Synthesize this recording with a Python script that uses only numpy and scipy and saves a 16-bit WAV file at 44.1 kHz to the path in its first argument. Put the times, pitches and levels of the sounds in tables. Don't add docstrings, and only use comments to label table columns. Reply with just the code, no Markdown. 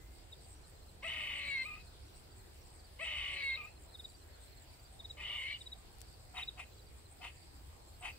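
import sys
import numpy as np
from scipy import signal
from scipy.io import wavfile
from scipy.ndimage import uniform_filter1d

SR = 44100
rng = np.random.default_rng(int(sys.argv[2]) if len(sys.argv) > 2 else 0)


def master(y):
    cut = np.clip(np.atleast_2d(y).T, -1, 1)
    pcm = np.round(cut * 32767)
    wavfile.write(sys.argv[1], SR, pcm.astype(np.int16))


def ratio_of_db(decibels):
    return 10 ** (np.asarray(decibels, float) / 20)


N = 360738
T = np.arange(N) / SR

FOLDS = {"shut": (.3, 1, -30), "chirp": (.04, 1, -30), "rasp": (.85, 1, -29), "strain": (.62, .45, -30),
         "clearing": (.45, 1, -32), "whine": (.06, 1, -36), "top": (.04, 1, -36), "break": (.04, 1, -36),
         "squeak": (.06, .03, -36), "fading": (.14, .03, -36), "done": (.3, .03, -36),
         "croak": (.9, 1, -28), "grind": (.7, .5, -28), "sag": (.6, .5, -30), "sob": (.2, .6, -34),
         "yelp": (.05, 1, -36), "puff": (.92, 1, -18), "bark": (.96, 1, -18), "closing": (.96, 1, -18),
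         "spent": (.92, 1, -18)}
POSTURE = {"shut": (-71, -73, -75.5, -81, 0.6), "chirp": (-43.5, -42, -49, -62, 0.3),
           "rasp": (-46.5, -42.5, -57, -102, 0.5), "strain": (-45.5, -42, -61.5, -72, 0.53),
           "clearing": (-45.5, -45.5, -61, -53, 0.4), "whine": (-40.5, -52.5, -63.5, -52, 0.3),
           "top": (-40, -65, -70, -49.5, 0), "break": (-51.5, -59, -63, -56, 1),
           "squeak": (-60, -43, -60, -64, 0.2), "fading": (-65, -51, -64.5, -85, -0.02),
           "done": (-72, -64, -88, -78, 0.1), "croak": (-53, -47, -63.5, -79, 0.3),
           "grind": (-50.5, -44, -61.5, -85, 1.5), "sag": (-46, -48, -66, -66, .5),
           "sob": (-45, -52, -76, -55, .9), "yelp": (-60, -45.5, -74, -58, 2),
           "puff": (-81, -82, -58, -85, 3), "bark": (-49, -43.5, -48, -90, .35),
           "closing": (-53, -47, -60, -85, .35), "spent": (-63, -56, -75, -82, .35)}
# centre_hz, width_hz, level_db
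TRACT = [
    [(2158, 450, 0.1)],
    [(2492, 280, 9), (2933, 273, 7), (3375, 340, -6)],
    [(750, 423, 16), (1140, 390, -34)],
    [(3860, 290, 10), (4080, 390, 26)],
]
# start_s, rasp_clears_s, voice_breaks_s, end_s, level_db
LONG_CALLS = [
    (1.02, 1.449, 1.643, 1.82, -0.76),
    (2.986, 3.385, 3.563, 3.705, -0.5),
]
# start_s, rasp_clears_s, voice_breaks_s, end_s, level_db
HOARSE_CALLS = [
    (5.17, 5.436, 5.53, 5.575, 0.1),
]
# start_s, hold_s, level_db, mouth_opening (0-1)
BARKS = [
    (6.337, 0.066, -0.6, 0.33),
    (6.566, .032, -2.5, 0.03),
    (7.203, 0.058, -3, 0.34),
    (8.012, .062, 0.4, .25),
]
# time_s, pitch_hz
PITCH_FIRST = [(1.025, 485), (1.05, 659.7), (1.13, 640), (1.3, 575), (1.48, 568.4), (1.635, 512.4),
               (1.665, 638), (1.72, 607), (1.79, 631)]
PITCH_SECOND = [(2.99, 500.7), (3.018, 661.3), (3.1, 631), (3.18, 572), (3.38, 567.5), (3.555, 522.5),
                (3.575, 630), (3.63, 586), (3.69, 658)]
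PITCH_HOARSE = [(5.17, 599.6), (5.34, 590), (5.42, 515.4), (5.47, 551), (5.56, 584)]
BARK_HZ = 748
ATTACK_S, CHIRP_S, SETTLE_S, CLEAR_S, BREAK_S, FADE_S = .012, .0448, .015, .058, .012, .044
RASP_MIDDLE, WHINE_TOP = .67, .89
HOARSE_ATTACK_S = .036
BARK_ATTACK_S, BARK_RELEASE_S, BARK_SWELL_DB = .016, .03, 9

# start_s, strokes (count), first_gap_s, first_stroke_db
NEAR_CRICKET = [
    (.3237, 1, .05, -45.5),
    (3.494, 2, 0.05, -39.5),
    (3.945, 3, 0.048, -45.5),
    (4.996, 3, 0.05, -44.5),
    (5.6086, 3, 0.054, -44),
    (6.3725, 3, 0.051, -39),
]
FAR_CRICKET = [(.631, 1, .06, -62.5), (.757, 3, 0.059, -66.5), (1.732, 3, .063, -64), (2.13, 1, .06, -68),
               (2.39, 1, .06, -65), (2.792, 2, 0.063, -69), (3.665, 3, 0.044, -67.5),
               (3.886, 2, 0.034, -63), (4.101, 3, 0.11, -65), (4.421, 4, 0.045, -66),
               (5.925, 2, .067, -66.5), (6.651, 3, 0.063, -65), (7.047, 1, 0.056, -62),
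               (7.265, 1, 0.062, -67), (7.811, 3, 0.058, -69)]
HIGH_CRICKET = [(.3815, 2, 0.058, -66), (1.128, 1, .055, -62), (2.313, 1, .055, -63.5),
                (2.788, 2, 0.053, -62), (3.408, 1, .055, -54), (4.038, 3, 0.05, -62.5),
                (4.692, 2, 0.038, -66), (4.789, 2, 0.061, -62.5), (5.492, 2, .056, -64),
                (6.024, 3, .051, -65), (6.767, 3, 0.046, -66), (7.32, 3, 0.047, -66.5),
                (8.071, 2, 0.052, -64)]
GAP_GROWTH, SWELL_DB = 1.074, 2
# time_s, level_db
TRILL_LEVEL = [(0, -74), (.5, -65), (1.0, -65), (2.1, -66), (2.6, -70), (4.1, -71)]
# start_s, peak_db
HEDGE_LOW = [(1.47, -52), (4.039, -53), (4.763, -68), (5.1, -57), (5.2, -59), (6.414, -60), (7.33, -58),
             (7.844, -55)]
HEDGE_HIGH = [(.133, -63), (.4065, -54), (.479, -54), (.86, -65), (1.035, -47.5), (1.181, -57),
              (1.338, -54), (1.449, -56), (1.611, -49), (2.132, -54), (2.718, -54), (3.009, -50),
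              (3.16, -56), (3.306, -51.5), (3.429, -54.5), (3.892, -61), (4.402, -52), (4.919, -51),
              (5.581, -53), (6.997, -59), (7.073, -61), (7.512, -58), (8.0, -45)]
# tick (number), time_s
TICKER_BEAT = [(0, .10), (5, 1.515), (9, 2.84), (13, 4.095), (19, 5.905), (25, 7.98)]
# time_s, level_db
SHRILL_LEVEL = [(0, -75), (1.5, -73), (2.4, -78), (3.5, -62), (4.1, -68), (5.7, -74), (8.2, -78)]
CHORUS_DB = -68.5

# start_s, peak_db, left_right_db
TWIG = [
    (5.985, -43, 10),
    (5.9974, -49, 7.5),
    (6.006, -42, 14),
    (6.016, -34.5, 21.5),
]
# time_s, pitch_hz, level_db
WHISTLE = [
    (0.0, 2014, -72),
    (0.262, 2190, -85),
    (0.3, 1954, -90),
]
# start_s, peak_db
PASSING = [
    (.9, -69.5),
]
# frequency_hz, density_db (per Hz)
AIR = [(12, -38), (20, -15), (65, -1), (104, -10.5), (204, -25), (367, -20), (590, -24), (759, -22),
       (1060, -29.5), (3530, -33), (4540, -29.5), (6010, -43.5), (8180, -35), (10500, -42.5), (16000, -39)]
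# frequency_hz, left_right_likeness (-1 to 1)
LIKENESS = [(60, 0.87), (180, 0.74), (550, 0.079), (1650, -0.00024), (4970, -0.23), (15000, -0.00069)]
# frequency_hz, left_right_db
TILT = [(60, -0.5), (110, -0.5), (200, -1.5), (380, -1.5), (700, 1), (1290, -0.5), (2380, -1.5), (4400, 0),
        (8120, 2), (15000, 4)]
# delay_s, level_db, side (0 left, 1 right)
ECHOES = [(.0009, -10, 0), (.0031, -8, 0), (.0042, -8, 1), (.0057, -9, 0), (.0083, -9, 1), (.021, -16, 0),
          (.029, -16, 1), (.044, -21, 0), (.063, -22, 1), (.081, -24, 0), (.104, -26, 1)]


def squirrel():
    calls = call_postures()
    rows = [row for call in calls for row in call]
    rough, odd, hiss_db = in_time([(s, *FOLDS[name]) for s, name, db in rows])
    *levels_db, opening = in_time([(s, *POSTURE[name]) for s, name, db in rows])
    levels_db = np.array(levels_db) + in_time([(s, db) for s, name, db in rows])
    folds, breath = vocal_folds(rough, odd)

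    bark_opening, = in_time([(start + hold, wide) for start, hold, db, wide in BARKS])
    opening = np.clip(np.where(T < BARKS[0][0], opening, bark_opening), 0, 1)
    mode_shares = [(1,), (1 - opening, opening, opening), (1, 1), (1, 1)]
    voice = rms_one(resonate_twice(breath, 8500, 2800)) * ratio_of_db(levels_db[0] + hiss_db + 8)
    for modes, level_db, shares in zip(TRACT, levels_db, mode_shares):
        cavity = 0
        for (hz, width, db), share in zip(modes, shares):
            cavity = cavity + share * ratio_of_db(db) * resonate_twice(folds, hz, .9 * width)
        running_rms = np.sqrt(uniform_filter1d(cavity ** 2, size=1300) + 1e-9)
        voice = voice + ratio_of_db(level_db) * cavity / running_rms

    sounding = 0
    for call in calls:
        inside_s = np.minimum(T - call[0][0], call[-1][0] - T)
        sounding = sounding + np.clip(inside_s / .008 + .5, 0, 1)
    return voice * sounding


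def vocal_folds(rough, odd):
    pitch_hz, = in_time(PITCH_FIRST + PITCH_SECOND + PITCH_HOARSE + [(BARKS[0][0], BARK_HZ)])
    jitter = (.006 + .025 * rough) * drift(60)
    phase = 2 * np.pi * np.cumsum(pitch_hz * (1 + jitter)) / SR
    waver_db = (.8 + 3.2 * (1 - odd)) * drift(40)
    uneven = 1 + 1.3 * rough * np.cos(phase / 2)
    partials = 0
    for k in range(1, 9):
        strength = (odd if k % 2 else 1) * (uneven if k > 2 else 1)
        partials = partials + np.cos(k * phase) * strength * ratio_of_db(waver_db * (-1) ** (k // 2))
    breath = rng.standard_normal(N) * (1 + .22 * np.cos(phase)) * ratio_of_db(1.2 * drift(87))
    thin = resonate(resonate(breath, 1600, 6200), 1760, 6300)
    return np.sqrt(1 - rough) * partials / 2 + 4.2 * np.sqrt(rough) * thin, breath


def call_postures():
    calls = []
    for start, clears, breaks, end, db in LONG_CALLS:
        calls.append([
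            (start, "shut", db), (start + ATTACK_S, "chirp", db - 5), (start + CHIRP_S, "chirp", db),
            (start + CHIRP_S + SETTLE_S, "rasp", db),
            (start + RASP_MIDDLE * (clears - start), "strain", db),
            (clears, "clearing", db), (clears + CLEAR_S, "whine", db),
            (clears + WHINE_TOP * (breaks - clears), "top", db),
            (breaks, "break", db), (breaks + BREAK_S, "squeak", db),
            (end - FADE_S, "fading", db), (end, "done", db)])
    for start, clears, breaks, end, db in HOARSE_CALLS:
        calls.append([
            (start, "shut", db + 12), (start + HOARSE_ATTACK_S, "croak", db),
            (start + RASP_MIDDLE * (clears - start), "grind", db), (clears, "sag", db),
            (breaks, "sob", db), (breaks + BREAK_S, "yelp", db), (end, "spent", db)])
    for start, hold, db, opening in BARKS:
        opened = start + BARK_ATTACK_S
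        calls.append([
            (start, "puff", db), (opened, "bark", db - BARK_SWELL_DB), (opened + hold / 2, "bark", db),
            (opened + hold, "closing", db), (opened + hold + BARK_RELEASE_S, "spent", db)])
    return calls


def cricket(pulses, length, fall, overtone_db):
    out, u = np.zeros(N), np.linspace(0, 1, int(length * SR))
    bend = 1 + fall * (.3 - u ** 3 - .47 * (1 - u) ** 4)
    swell = 1.3 * u ** .9 * (1 - u ** 9)
    for s, db, hz in pulses:
        phase = 2 * np.pi * np.cumsum(hz * bend) / SR
        stroke = np.sin(phase) + ratio_of_db(overtone_db) * (np.sin(2 * phase) + np.sin(3 * phase))
        at = int((s - .005) * SR)
        out[at:at + len(u)] += (ratio_of_db(db) * stroke * swell)[:N - at]
    return out


def strokes(chirps, hz, rise_hz, spread_hz):
    rows = []
    for s, count, gap, db in chirps:
        for k in range(int(round(count))):
            at = s + gap * sum(GAP_GROWTH ** j for j in range(k))
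            pitch_hz = hz + rise_hz * k + spread_hz * rng.standard_normal()
            rows.append((at, db + SWELL_DB * k, pitch_hz))
    return rows


def ground_cricket():
    tone = np.sin(2 * np.pi * np.cumsum(5740 * (1 + .005 * drift(34))) / SR)
    throb = (.35 + np.sin(np.pi * 20 * T) ** 2) * ratio_of_db(3.5 * drift(29))
    trills = phrases(steady(start=0, every=.51, count=9, level=TRILL_LEVEL), .14)
    return ratio_of_db(-10) * trills * tone * throb


def bush_crickets():
    number, s = np.transpose(TICKER_BEAT)
    tick_s = np.interp(np.arange(number[-1] + 1), number, s)
    ticks = [(at, -63 + 1.2 * rng.standard_normal()) for at in tick_s]
    shrill_rows = steady(start=.107, every=.196, count=41, level=SHRILL_LEVEL)
    shrill = phrases([(at, db + 3 * rng.standard_normal()) for at, db in shrill_rows], .033)
    low = ratio_of_db(CHORUS_DB - 8) + ratio_of_db(-15) * phrases(HEDGE_LOW, .068) + ratio_of_db(-7.5) * shrill
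    high = ratio_of_db(CHORUS_DB - 4.5) + ratio_of_db(-13) * phrases(HEDGE_HIGH, .066)
    ticker = ratio_of_db(-13) * phrases(ticks, .052)
    overtone = ratio_of_db(-12) * shrill
    # centre_hz, width_hz, gain
    singers = [(7540, 770, low), (8190, 790, high), (9600, 480, ticker), (15100, 900, overtone)]
    burst_phase = 2 * np.pi * np.cumsum(92 * (1 + .12 * drift(8))) / SR
    bursts = (1 + .6 * np.sin(burst_phase)) * ratio_of_db(2.5 * drift(12))
    out = 0
    for hz, width, gain in singers:
        mid, side = rng.standard_normal((2, N)) * bursts
        teeth = np.array([mid + .72 * side, mid - 1.03 * side])
        out = out + gain * rms_one(resonate_twice(teeth, hz, width))
    return out * ratio_of_db(np.array([[.8], [-.8]]))


def twig():
    out, since = np.zeros((2, N)), np.arange(2000) / SR
    decay = np.exp(-since / .0005) + .08 * np.exp(-since / .006)
    for s, db, pan_db in TWIG:
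        burst = resonate(rng.standard_normal(len(since)) * decay, 4400, 14000)
        sides = ratio_of_db(db - 6.5 + pan_db / 2 * np.array([[1], [-1]]))
        at = int(s * SR)
        out[:, at:at + len(since)] += sides * burst
    return out


def whistle():
    hz, db = in_time(WHISTLE)
    fade = np.clip((WHISTLE[-1][0] - T) / .03, 0, 1)
    return np.sqrt(2) * ratio_of_db(db) * np.sin(2 * np.pi * np.cumsum(hz) / SR) * fade


def vehicle():
    drone = resonate(resonate(rng.standard_normal(N), 160, 170), 164, 178)
    return phrases(PASSING, 1.02) * rms_one(drone)


def air(patchy_db):
    out, edges = 0, 20 * 2 ** (np.arange(30) / 3)
    white = rng.standard_normal((2, 2, N + 8000))
    for k, (low, high) in enumerate(zip(edges, edges[1:])):
        band = signal.butter(2, [low, high], "band", fs=SR, output="sos")
        mid, side = signal.sosfilt(band, white[k % 2])[:, -N:]
        hz = np.sqrt(low * high)
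        alike = np.clip(at_hz(LIKENESS, hz), -1, 1)
        lean = ratio_of_db(at_hz(TILT, hz) / 2 * np.array([[1], [-1]]))
        level = ratio_of_db(at_hz(AIR, hz) + patchy_db * drift(4.9))
        stereo = np.sqrt(1 + alike) * mid + np.sqrt(1 - alike) * side * [[1], [-1]]
        out = out + lean * level * stereo
    return ratio_of_db(-55.5) * rms_one(out)


def garden(x):
    out, dull = np.zeros((2, N)), signal.lfilter([.6], [1, -.4], x)
    for s, db, side in ECHOES:
        lag = int(s * SR)
        out[side, lag:] += ratio_of_db(db) * dull[:-lag]
    return out


def place(x, pan_db=0, lag=0):
    left = np.interp(np.arange(N) - lag, np.arange(N), x)
    return np.array([left * ratio_of_db(pan_db / 2), x * ratio_of_db(-pan_db / 2)])


def resonate(x, hz, width):
    r = np.exp(-np.pi * width / SR)
    poles = [1, -2 * r * np.cos(2 * np.pi * hz / SR), r * r]
    return signal.lfilter([(1 - r * r) / 2, 0, (r * r - 1) / 2], poles, x)


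def resonate_twice(x, hz, width):
    return resonate(resonate(x, hz, width), hz, width)


def phrases(starts, length):
    out, swell = np.zeros(N), np.sin(np.pi * np.linspace(0, 1, int(length * SR))) ** .28
    for s, db in starts:
        at = int(s * SR)
        out[at:at + len(swell)] += ratio_of_db(db) * swell[:N - at]
    return out


def steady(start, every, count, level):
    s = start + every * np.arange(count)
    return np.transpose([s, np.interp(s, *np.transpose(level))])


def drift(rate):
    r = np.exp(-16 * np.pi * rate / SR)
    slow = signal.lfilter([1], [1, -2 * r, r * r], rng.standard_normal(N // 8 + 4002))[4000:]
    return np.interp(np.arange(N) / 8, np.arange(len(slow)), rms_one(slow - slow.mean()))


def rms_one(x):
    return x / np.sqrt(np.mean(x ** 2) + 1e-20)


def in_time(rows):
    s, *columns = np.transpose(rows)
    return [np.interp(T, s, c) for c in columns]


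def at_hz(points, hz):
    point_hz, value = np.transpose(points)
    return np.interp(np.log(hz), np.log(np.maximum(point_hz, 1)), value)


def scene():
    voice = squirrel()
    near = cricket(strokes(NEAR_CRICKET, 3740, rise_hz=40, spread_hz=30), .021, fall=.095, overtone_db=-32)
    far = cricket(strokes(FAR_CRICKET, 4170, rise_hz=15, spread_hz=90), .0302, fall=.064, overtone_db=-40)
    high = cricket(strokes(HIGH_CRICKET, 4690, rise_hz=3, spread_hz=5), .025, fall=.0044, overtone_db=-46)
    echoes = ratio_of_db(1) * garden(voice) + ratio_of_db(-4.5) * garden(near)
    echoes[1] -= ratio_of_db(-4) * place(voice, lag=.00115 * SR)[0]
    animals = place(voice, pan_db=4, lag=-2.72) + place(near, pan_db=1.8, lag=-2)
    animals += place(far, pan_db=-3) + place(high, pan_db=-6)
    animals += place(ground_cricket(), pan_db=-10) + bush_crickets()
    return animals + echoes + twig() + place(whistle() + vehicle()) + air(patchy_db=1.87)


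def top_cut(x):
    return signal.sosfilt(signal.butter(12, 16610, fs=SR, output="sos"), x)


def record(dry):
    low_pass = signal.ellip(12, .5, 70, 15740, fs=SR, output="sos")
    mix = signal.sosfilt(low_pass, dry)
    return top_cut(mix)


dry = scene()
out = record(dry)
master(out)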